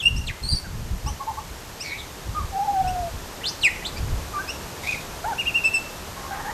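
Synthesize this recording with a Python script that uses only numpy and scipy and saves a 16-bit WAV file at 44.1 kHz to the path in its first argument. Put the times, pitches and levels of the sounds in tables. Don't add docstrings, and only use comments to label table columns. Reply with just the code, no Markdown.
import sys
import numpy as np
from scipy import signal
from scipy.fft import rfft, irfft, next_fast_len
from scipy.io import wavfile
from scipy.ndimage import uniform_filter1d, map_coordinates

SR = 44100
rng = np.random.default_rng(int(sys.argv[2]) if len(sys.argv) > 2 else 0)


def generate_wav(sig):
    pcm = np.round(np.clip(np.atleast_2d(sig).T, -1, 1) * 32767).astype(np.int16)
    wavfile.write(sys.argv[1], SR, pcm)


N = 287973

# t/s, f/Hz
FLUTE_MELODY = [(2.51, 807), (2.55, 768), (2.62, 803), (2.644, 885), (2.674, 817), (2.78, 765),
                (2.92, 730.5), (3.0, 712), (3.07, 679), (3.115, 650)]
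# t/s, length/s, crest/fraction of length, level/dB, overtones/dB re fundamental
FLUTE_PULSES = [(2.52, 0.068, 0.9, -24, -36), (2.587, 0.049, 0.31, -21, -38),
                (2.644, 0.026, .5, -27.5, -32), (2.67, .05, 0.39, -20.5, -38),
                (2.734, 0.091, 0.77, -18, -33), (2.842, 0.086, 0.13, -24, -22.5),
                (2.934, 0.17, 0.24, -27, -31)]
FLUTE_TAPER_S, FLUTE_TAPER_DB = .035, 12
# peak t/s, length/s, low f/Hz, level/dB, high f/Hz, level/dB
CHUCKLE_PAIRS = [(1.083, 0.041, 884, -31.5, 1155, -34), (1.217, 0.037, 850, -38, 1132, -31),
                 (1.29, 0.04, 902, -24, 1080, -36.5), (1.315, .026, 820, -35, 1030, -40),
                 (1.39, 0.033, 889, -30.5, 1142, -29)]
# t/s, length/s, start f/Hz, end f/Hz, crest/fraction of length, relative level/dB,
# overtones/dB re fundamental
WHISTLE_GLIDES = [(.645, 0.028, 1660, 1400, 0.45, -40, -30), (2.35, 0.046, 1233, 1225, 0.99, -25.5, -30),
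                  (2.402, 0.024, 1170, 1084, .4, -32.5, -30), (4.338, 0.05, 1206, 1205, 0.96, -27, -23),
                  (4.39, .032, 1500, 1636, 0.14, -29, -30)]
WHIP_GLIDES = [(0, 0.02, 3730, 2860, 0.15, -27.5, -21.5), (.024, 0.021, 2680, 2740, 0.74, -26, -14.5),
               (.051, 0.035, 2743, 2890, .38, -13.5, -22.5)]
ZIP_GLIDES = [(.268, .044, 4396, 1595, 0.45, -29.5, -15.5), (3.41, 0.021, 1786, 2250, .3, -39.5, -25),
              (3.436, 0.067, 2660, 6400, 0.42, -25, -21), (3.818, .02, 1906, 2450, .3, -38, -24),
              (3.846, 0.03, 2950, 4610, .5, -27, -18), (3.96, 0.03, 2253, 2520, 0.43, -39, 2)]
WHEEZE_GLIDES = [(1.83, 0.063, 2250, 2300, .6, -36.5, -9), (1.895, 0.079, 2160, 2330, 0.37, -32, -21),
                 (1.835, 0.11, 4600, 3800, .4, -41, -24), (1.975, .048, 3950, 3400, .6, -37.5, -22)]
GROWL_GLIDES = [(6.165, 0.028, 1047, 1070, 0.42, -41, -20), (6.235, 0.044, 1090, 1120, 0.8, -39, -26),
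                (6.31, 0.048, 761, 813, 0.5, -32.5, -4), (6.385, 0.037, 845, 930, 0.91, -38, -6),
                (6.45, 0.061, 770, 985, .4, -35.5, -3)]
# t/s, length/s, start f/Hz, crest f/Hz, end f/Hz, level/dB, overtones/dB re fundamental
SQUEAL_ARCHES = [(.43, 0.055, 4200, 4296, 4270, -32.5, -14), (.48, 0.046, 4390, 4660, 4210, -25.5, -9),
                 (.512, 0.022, 4300, 4000, 3900, -32.5, -16), (.517, .034, 4650, 4720, 4580, -24.5, -12),
                 (.556, 0.032, 4560, 4500, 4530, -27.5, -13)]
PIPE_ARCHES = [(5.382, 0.039, 2596, 2850, 2280, -22, -21), (5.457, .046, 2420, 2818, 2390, -21.5, -29),
               (5.463, 0.028, 3150, 3190, 3080, -38, -30), (5.544, .047, 2600, 2780, 2584, -15, -27),
               (5.64, 0.04, 2596, 2665, 2570, -14, -17), (5.736, 0.04, 2756, 2666, 2606, -16.5, -11.5)]
CHURR_ARCHES = [(4.836, 0.022, 2038, 2170, 1950, -35.5, -16), (4.866, .05, 2204, 2510, 2340, -28.5, -22),
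                (4.918, 0.033, 2400, 2440, 2105, -27.5, -16), (4.958, .036, 2300, 2460, 2400, -40, -20)]
# t/s, f/Hz, level/dB, overtones/dB re fundamental
CRACK_CONTOUR = [(3.612, 4510, -42, -18), (3.632, 3780, -29.5, -19), (3.636, 2975, -19, -20),
                 (3.651, 2590, -15, -12), (3.676, 1980, -19.5, -26), (3.686, 1865, -32, -30)]
# t/s, length/s, relative level/dB
CHURR_RASPS = [(4.832, .012, -38), (4.868, 0.084, -39), (4.965, 0.053, -45)]
GROWL_RASPS = [(6.17, .12, -44), (6.315, 0.062, -35), (6.39, .06, -38), (6.465, .05, -35.5)]
# f/Hz, relative level/dB
CHURR_SPECTRUM = [(1200, -40), (2300, 5), (3100, -7), (3750, 5), (4300, -3), (7000, -6), (10000, -15),
                  (13000, -14), (15000, -29)]
GROWL_SPECTRUM = [(450, -35), (800, 6), (1250, -2), (1600, -4), (2100, -4), (2800, -27), (5000, -50)]
# f/Hz, gain/dB
BEAK_RESPONSE = [(1500, 2.5), (5400, -3.5), (7000, 3.5), (8100, 9.5), (9300, -4.5), (11000, 1.5),
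                 (14000, -4)]
# t/s, length/s, start f/Hz, end f/Hz, fundamental/dB, octave/dB
ANSWER_CHIRPS = [(0.158, 0.031, 2427, 3040, -42, -37.5), (.548, 0.017, 2630, 2880, -65, -36),
                 (1.058, 0.039, 2450, 3166, -41.5, -36), (1.796, 0.037, 2320, 3030, -40, -33),
                 (2.87, .03, 2485, 2976, -37, -40.5), (4.475, 0.041, 2440, 2955, -31, -34)]

# delay/s, gain/dB
ECHO_PATHS = [(.0085, -12), (0.0121, -10.5), (0.026, -15.5), (0.051, -24)]
# f/Hz, T60/s
LEAF_DECAY = [(700, 0.024), (3000, 0.1), (9000, .1)]
GARDEN_DECAY = [(700, 0.1), (2700, 0.55), (5000, 0.36), (10000, 0.32)]
# f/Hz, relative level/dB
DIFFUSE_SPECTRUM = [(700, 11), (1300, 7), (2700, -7.5), (5000, -3), (9000, 0)]

# f/Hz, relative level/dB
TRAFFIC_SPECTRUM = [(13, -34), (22, 1.5), (91, -1), (123, -3), (162, -1.5), (242, -6.5), (374, -4.5),
                    (675, -6.5), (749, -7), (1400, -11.5), (1820, -16), (3080, -120)]
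HISS_SPECTRUM = [(530, -31), (900, -1.5), (1080, -6), (1500, -9), (1680, -5.5), (3610, -8), (4160, -8.5),
                 (6540, -8.5), (10500, -16.5), (13600, -46), (22000, -120)]
HISS_TOP_SPECTRUM = [(9500, -47), (11000, -12), (11400, -0.5), (12800, -4.5), (14000, -11), (15000, -19)]
WIND_SPECTRUM = [(12, -33), (22, -0.5), (43, -1), (75, 0.5), (140, -10.5), (220, -17.5), (320, -30),
                 (500, -33), (800, -82)]
# t/s, relative level/dB
TRAFFIC_SWELL = [(0.0, -49), (4.38, -41), (6.53, -42)]
HISS_SWELL = [(0, -52), (1.5, -49.5), (3.2, -48), (4.7, -46.5), (6.53, -47)]
# peak t/s, length/s, level/dB
WIND_PUFFS = [(0.137, 0.22, -28), (.28, 0.047, -24), (0.452, 0.057, -32.5), (.54, 0.033, -21),
              (0.875, 0.3, -28), (1.091, 0.068, -22.5), (1.463, 0.21, -36), (2.374, 0.2, -31),
              (2.892, 0.14, -28), (3.067, 0.26, -35), (4.055, 0.14, -23.5), (4.21, 0.1, -29)]


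def soft_song():
    song = syrinx(flute(), jitter=.0083, flutter_db=1, rate_hz=109, rolloff_db=20)
    whistles = glides(WHISTLE_GLIDES, fade_db=6.5)
    song += syrinx(whistles, jitter=.012, flutter_db=.9, rate_hz=128, rolloff_db=20)
    song += syrinx(chuckles(), jitter=.01, flutter_db=2.5, rate_hz=147, rolloff_db=12)
    return song + syrinx(hoot(), jitter=.018, flutter_db=1, rate_hz=261, rolloff_db=20)


def clear_song():
    whips = glides(WHIP_GLIDES, fade_db=11) + [CRACK_CONTOUR]
    squeals = arches(SQUEAL_ARCHES, fade_db=7.5)
    pipes = arches(PIPE_ARCHES, fade_db=13)
    song = syrinx(whips, jitter=.014, flutter_db=2, rate_hz=321, rolloff_db=8)
    song += syrinx(squeals, jitter=.0225, flutter_db=3.5, rate_hz=278, rolloff_db=20)
    song += syrinx(pipes, jitter=.0053, flutter_db=.5, rate_hz=272, rolloff_db=13)
    return song + churr()


def harsh_song():
    zips = glides(ZIP_GLIDES, fade_db=10)
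    wheezes = glides(WHEEZE_GLIDES, fade_db=7)
    growls = glides(GROWL_GLIDES, fade_db=6)
    song = syrinx(zips, jitter=.046, flutter_db=3, rate_hz=770, rolloff_db=18)
    song += syrinx(wheezes, jitter=.063, flutter_db=3.5, rate_hz=700, rolloff_db=10)
    song += syrinx(growls, jitter=.035, flutter_db=4, rate_hz=236, rolloff_db=23)
    return song + rasps(GROWL_RASPS, GROWL_SPECTRUM, flutter_db=4.6, rate_hz=160)


def syrinx(notes, jitter, flutter_db, rate_hz, rolloff_db, edge_s=.004):
    track = np.zeros(N)
    for rows in notes:
        times, pitch, level_db, overtone_db = np.transpose(rows)
        t = np.arange(max(times[0] - edge_s, 0), times[-1] + edge_s, 1 / SR)
        hz = uniform_filter1d(np.interp(t, times, pitch), size=128)
        hz *= 1 + jitter * wobble(rate_hz, len(t))
        phase = 2 * np.pi * np.cumsum(hz) / SR
        overtones = sum(amp(along(BEAK_RESPONSE, k * hz) - rolloff_db * (k - 2)) * np.sin(k * phase)
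                        for k in range(2, 6))
        tone = np.sin(phase) + amp(np.interp(t, times, overtone_db)) * overtones
        gate = np.sin(np.pi / 2 * np.clip(np.minimum(t - t[0], t[-1] - t) / edge_s, 0, 1)) ** 2
        envelope = gate * np.interp(t, times, amp(level_db))
        flutter = amp(flutter_db * wobble(rate_hz, len(t)))
        add(track, t[0], np.sqrt(2) * envelope * flutter * tone)
    return track


def flute():
    times, melody = np.transpose(FLUTE_MELODY)
    notes = []
    for start, length, crest, db, overtone_db in FLUTE_PULSES:
        t = start + length * progress()
        taper = np.clip(1 - np.minimum(t - times[0], times[-1] - t) / FLUTE_TAPER_S, 0, 1)
        level_db = db - FLUTE_TAPER_DB * taper
        pitch = np.interp(t, times, melody)
        notes.append(contour(start, length, pitch, crest, level_db, overtone_db, fade_db=9.5))
    return notes


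def chuckles(overtone_db=-35):
    return [[(peak - length / 2, .93 * hz, db - 10, overtone_db),
             (peak, hz, db, overtone_db),
             (peak + length / 2, .924 * hz, db - 18, overtone_db)]
            for peak, length, *voices in CHUCKLE_PAIRS for hz, db in (voices[:2], voices[2:])]


def hoot(top_hz=928, droop_hz=209):
    droop = hump(progress(), crest=.55)
    return [contour(start=5.245, length=.09, pitch=top_hz - droop_hz * droop, crest=.6,
                    db=-27, overtone_db=-23.5 + 19.5 * droop, fade_db=2)]


def churr(pulse_hz=54, depth_db=3.2):
    throb = amp(depth_db * np.sin(2 * np.pi * pulse_hz * np.arange(N) / SR))
    notes = arches(CHURR_ARCHES, fade_db=6.5)
    tone = syrinx(notes, jitter=.036, flutter_db=2.5, rate_hz=410, rolloff_db=17)
    return throb * (tone + rasps(CHURR_RASPS, CHURR_SPECTRUM, flutter_db=3.2, rate_hz=270))


def rasps(table, spectrum, flutter_db, rate_hz, attack_s=.0084, release_s=.022):
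    t = np.arange(N) / SR
    envelope = np.zeros(N)
    for start, length, db in table:
        ramps = np.minimum((t - start) / attack_s, (start + length - t) / release_s)
        envelope = np.maximum(envelope, amp(db) * np.exp(np.minimum(ramps, 0)))
    return envelope * fluttering_noise(spectrum, flutter_db, rate_hz)


def glides(table, fade_db):
    return [contour(start, length, start_hz * (end_hz / start_hz) ** progress(), *dynamics, fade_db)
            for start, length, start_hz, end_hz, *dynamics in table]


def arches(table, fade_db, crest=.443):
    u = progress()
    notes = []
    for start, length, start_hz, crest_hz, end_hz, db, overtone_db in table:
        bend_hz = np.where(u < crest, start_hz, end_hz) - crest_hz
        pitch = crest_hz + bend_hz * hump(u, crest)
        notes.append(contour(start, length, pitch, crest, db, overtone_db, fade_db))
    return notes


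def contour(start, length, pitch, crest, db, overtone_db, fade_db):
    u = progress()
    level_db = db - fade_db * hump(u, crest)
    return np.transpose([start + length * u, pitch, level_db, overtone_db + np.zeros_like(u)])


def answering_bird(jitter=.012, flutter_db=1.4, third_db=-47):
    track = np.zeros(N)
    for start, length, start_hz, end_hz, first_db, octave_db in ANSWER_CHIRPS:
        u = np.linspace(0, 1, int(length * SR))
        hz = (start_hz + (end_hz - start_hz) * u) * (1 + jitter * wobble(236, len(u)))
        phase = 2 * np.pi * np.cumsum(hz) / SR
        tone = sum(amp(db) * np.sin(k * phase) for k, db in enumerate((first_db, octave_db, third_db), 1))
        envelope = np.abs(np.sin(np.pi * u ** 1.22)) ** .58
        flutter = amp(flutter_db * wobble(250, len(u)))
        add(track, start, np.sqrt(2) * envelope * flutter * tone)
    return track


def reflections(x):
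    return filtered(x, lambda hz: sum(amp(db) * np.exp(-2j * np.pi * hz * delay)
                                      for delay, db in ECHO_PATHS))


def scatter(x, decay, build_s):
    hz, t, bins = signal.stft(rng.standard_normal(SR * 3 // 4), SR, nperseg=256)
    level_db = along(DIFFUSE_SPECTRUM, hz)[:, None] - 60 * t / along(decay, hz)[:, None]
    onset = 1 - np.exp(-t / build_s)
    tail = signal.istft(bins * amp(level_db) * onset, SR, nperseg=256)[1]
    return signal.fftconvolve(x, tail / np.linalg.norm(tail))[:N]


def traffic():
    return amp(3.5) * swell(TRAFFIC_SWELL) * noise(TRAFFIC_SPECTRUM)


def leaf_hiss():
    return swell(HISS_SWELL) * (amp(6) * noise(HISS_SPECTRUM) + amp(-4.5) * noise(HISS_TOP_SPECTRUM))


def wind(calm_db=-46.5):
    t = np.arange(N) / SR
    puff_power = sum(amp(db) ** 2 * np.exp(-(2 * (t - peak) / length) ** 2)
                     for peak, length, db in WIND_PUFFS)
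    rumble = fluttering_noise(WIND_SPECTRUM, flutter_db=3.2, rate_hz=24.78)
    return np.sqrt(amp(calm_db) ** 2 + puff_power) * rumble


def noise(spectrum):
    return unit(filtered(rng.standard_normal(N), lambda hz: amp(along(spectrum, hz))))


def fluttering_noise(spectrum, flutter_db, rate_hz):
    return unit(noise(spectrum) * amp(flutter_db * wobble(rate_hz, N)))


def wobble(rate_hz, size):
    knots = rng.standard_normal(int(size * rate_hz / SR) + 4)
    return map_coordinates(knots, [np.arange(size) * rate_hz / SR])


def filtered(x, response):
    size = next_fast_len(N + SR // 2)
    return irfft(rfft(x, size) * response(np.fft.rfftfreq(size, 1 / SR)), size)[:N]


def along(points, hz):
    frequencies, values = np.transpose(points)
    return np.interp(np.log(hz + 1), np.log(frequencies + 1), values)


def swell(rows):
    times, db = np.transpose(rows)
    return amp(np.interp(np.arange(N) / SR, times, db, left=-120, right=-120))


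def hump(u, crest):
    crest = np.clip(crest, .05, .95)
    return np.where(u < crest, (crest - u) / crest, (u - crest) / (1 - crest)) ** 2


def progress():
    return np.linspace(0, 1, 25)


def add(track, start, sound):
    part = track[max(round(start * SR), 0):][:len(sound)]
    part += sound[:len(part)]


def amp(db):
    return 10 ** (np.asarray(db) / 20)


def unit(x):
    return x / np.sqrt(np.mean(x ** 2) + 1e-20)


def scene():
    soft, clear, harsh, far = soft_song(), clear_song(), amp(-2) * harsh_song(), answering_bird()
    direct = soft + clear + harsh + far
    echoes = reflections(amp(-6.5) * soft + amp(-1) * (clear + harsh + far))
    leaves = scatter(amp(-9.5) * clear + amp(-5.5) * harsh + amp(-8) * far, LEAF_DECAY, build_s=.0042)
    into_garden = amp(-15.5) * soft + amp(-12) * clear + amp(-10.5) * harsh + amp(-7) * far
    garden = scatter(into_garden, GARDEN_DECAY, build_s=.027)
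    return direct + echoes + leaves + garden + traffic() + leaf_hiss() + wind()


def record(dry):
    cutoff_hz = 15020
    return filtered(dry, lambda hz: hz < cutoff_hz)


dry = scene()
out = record(dry)
generate_wav(out)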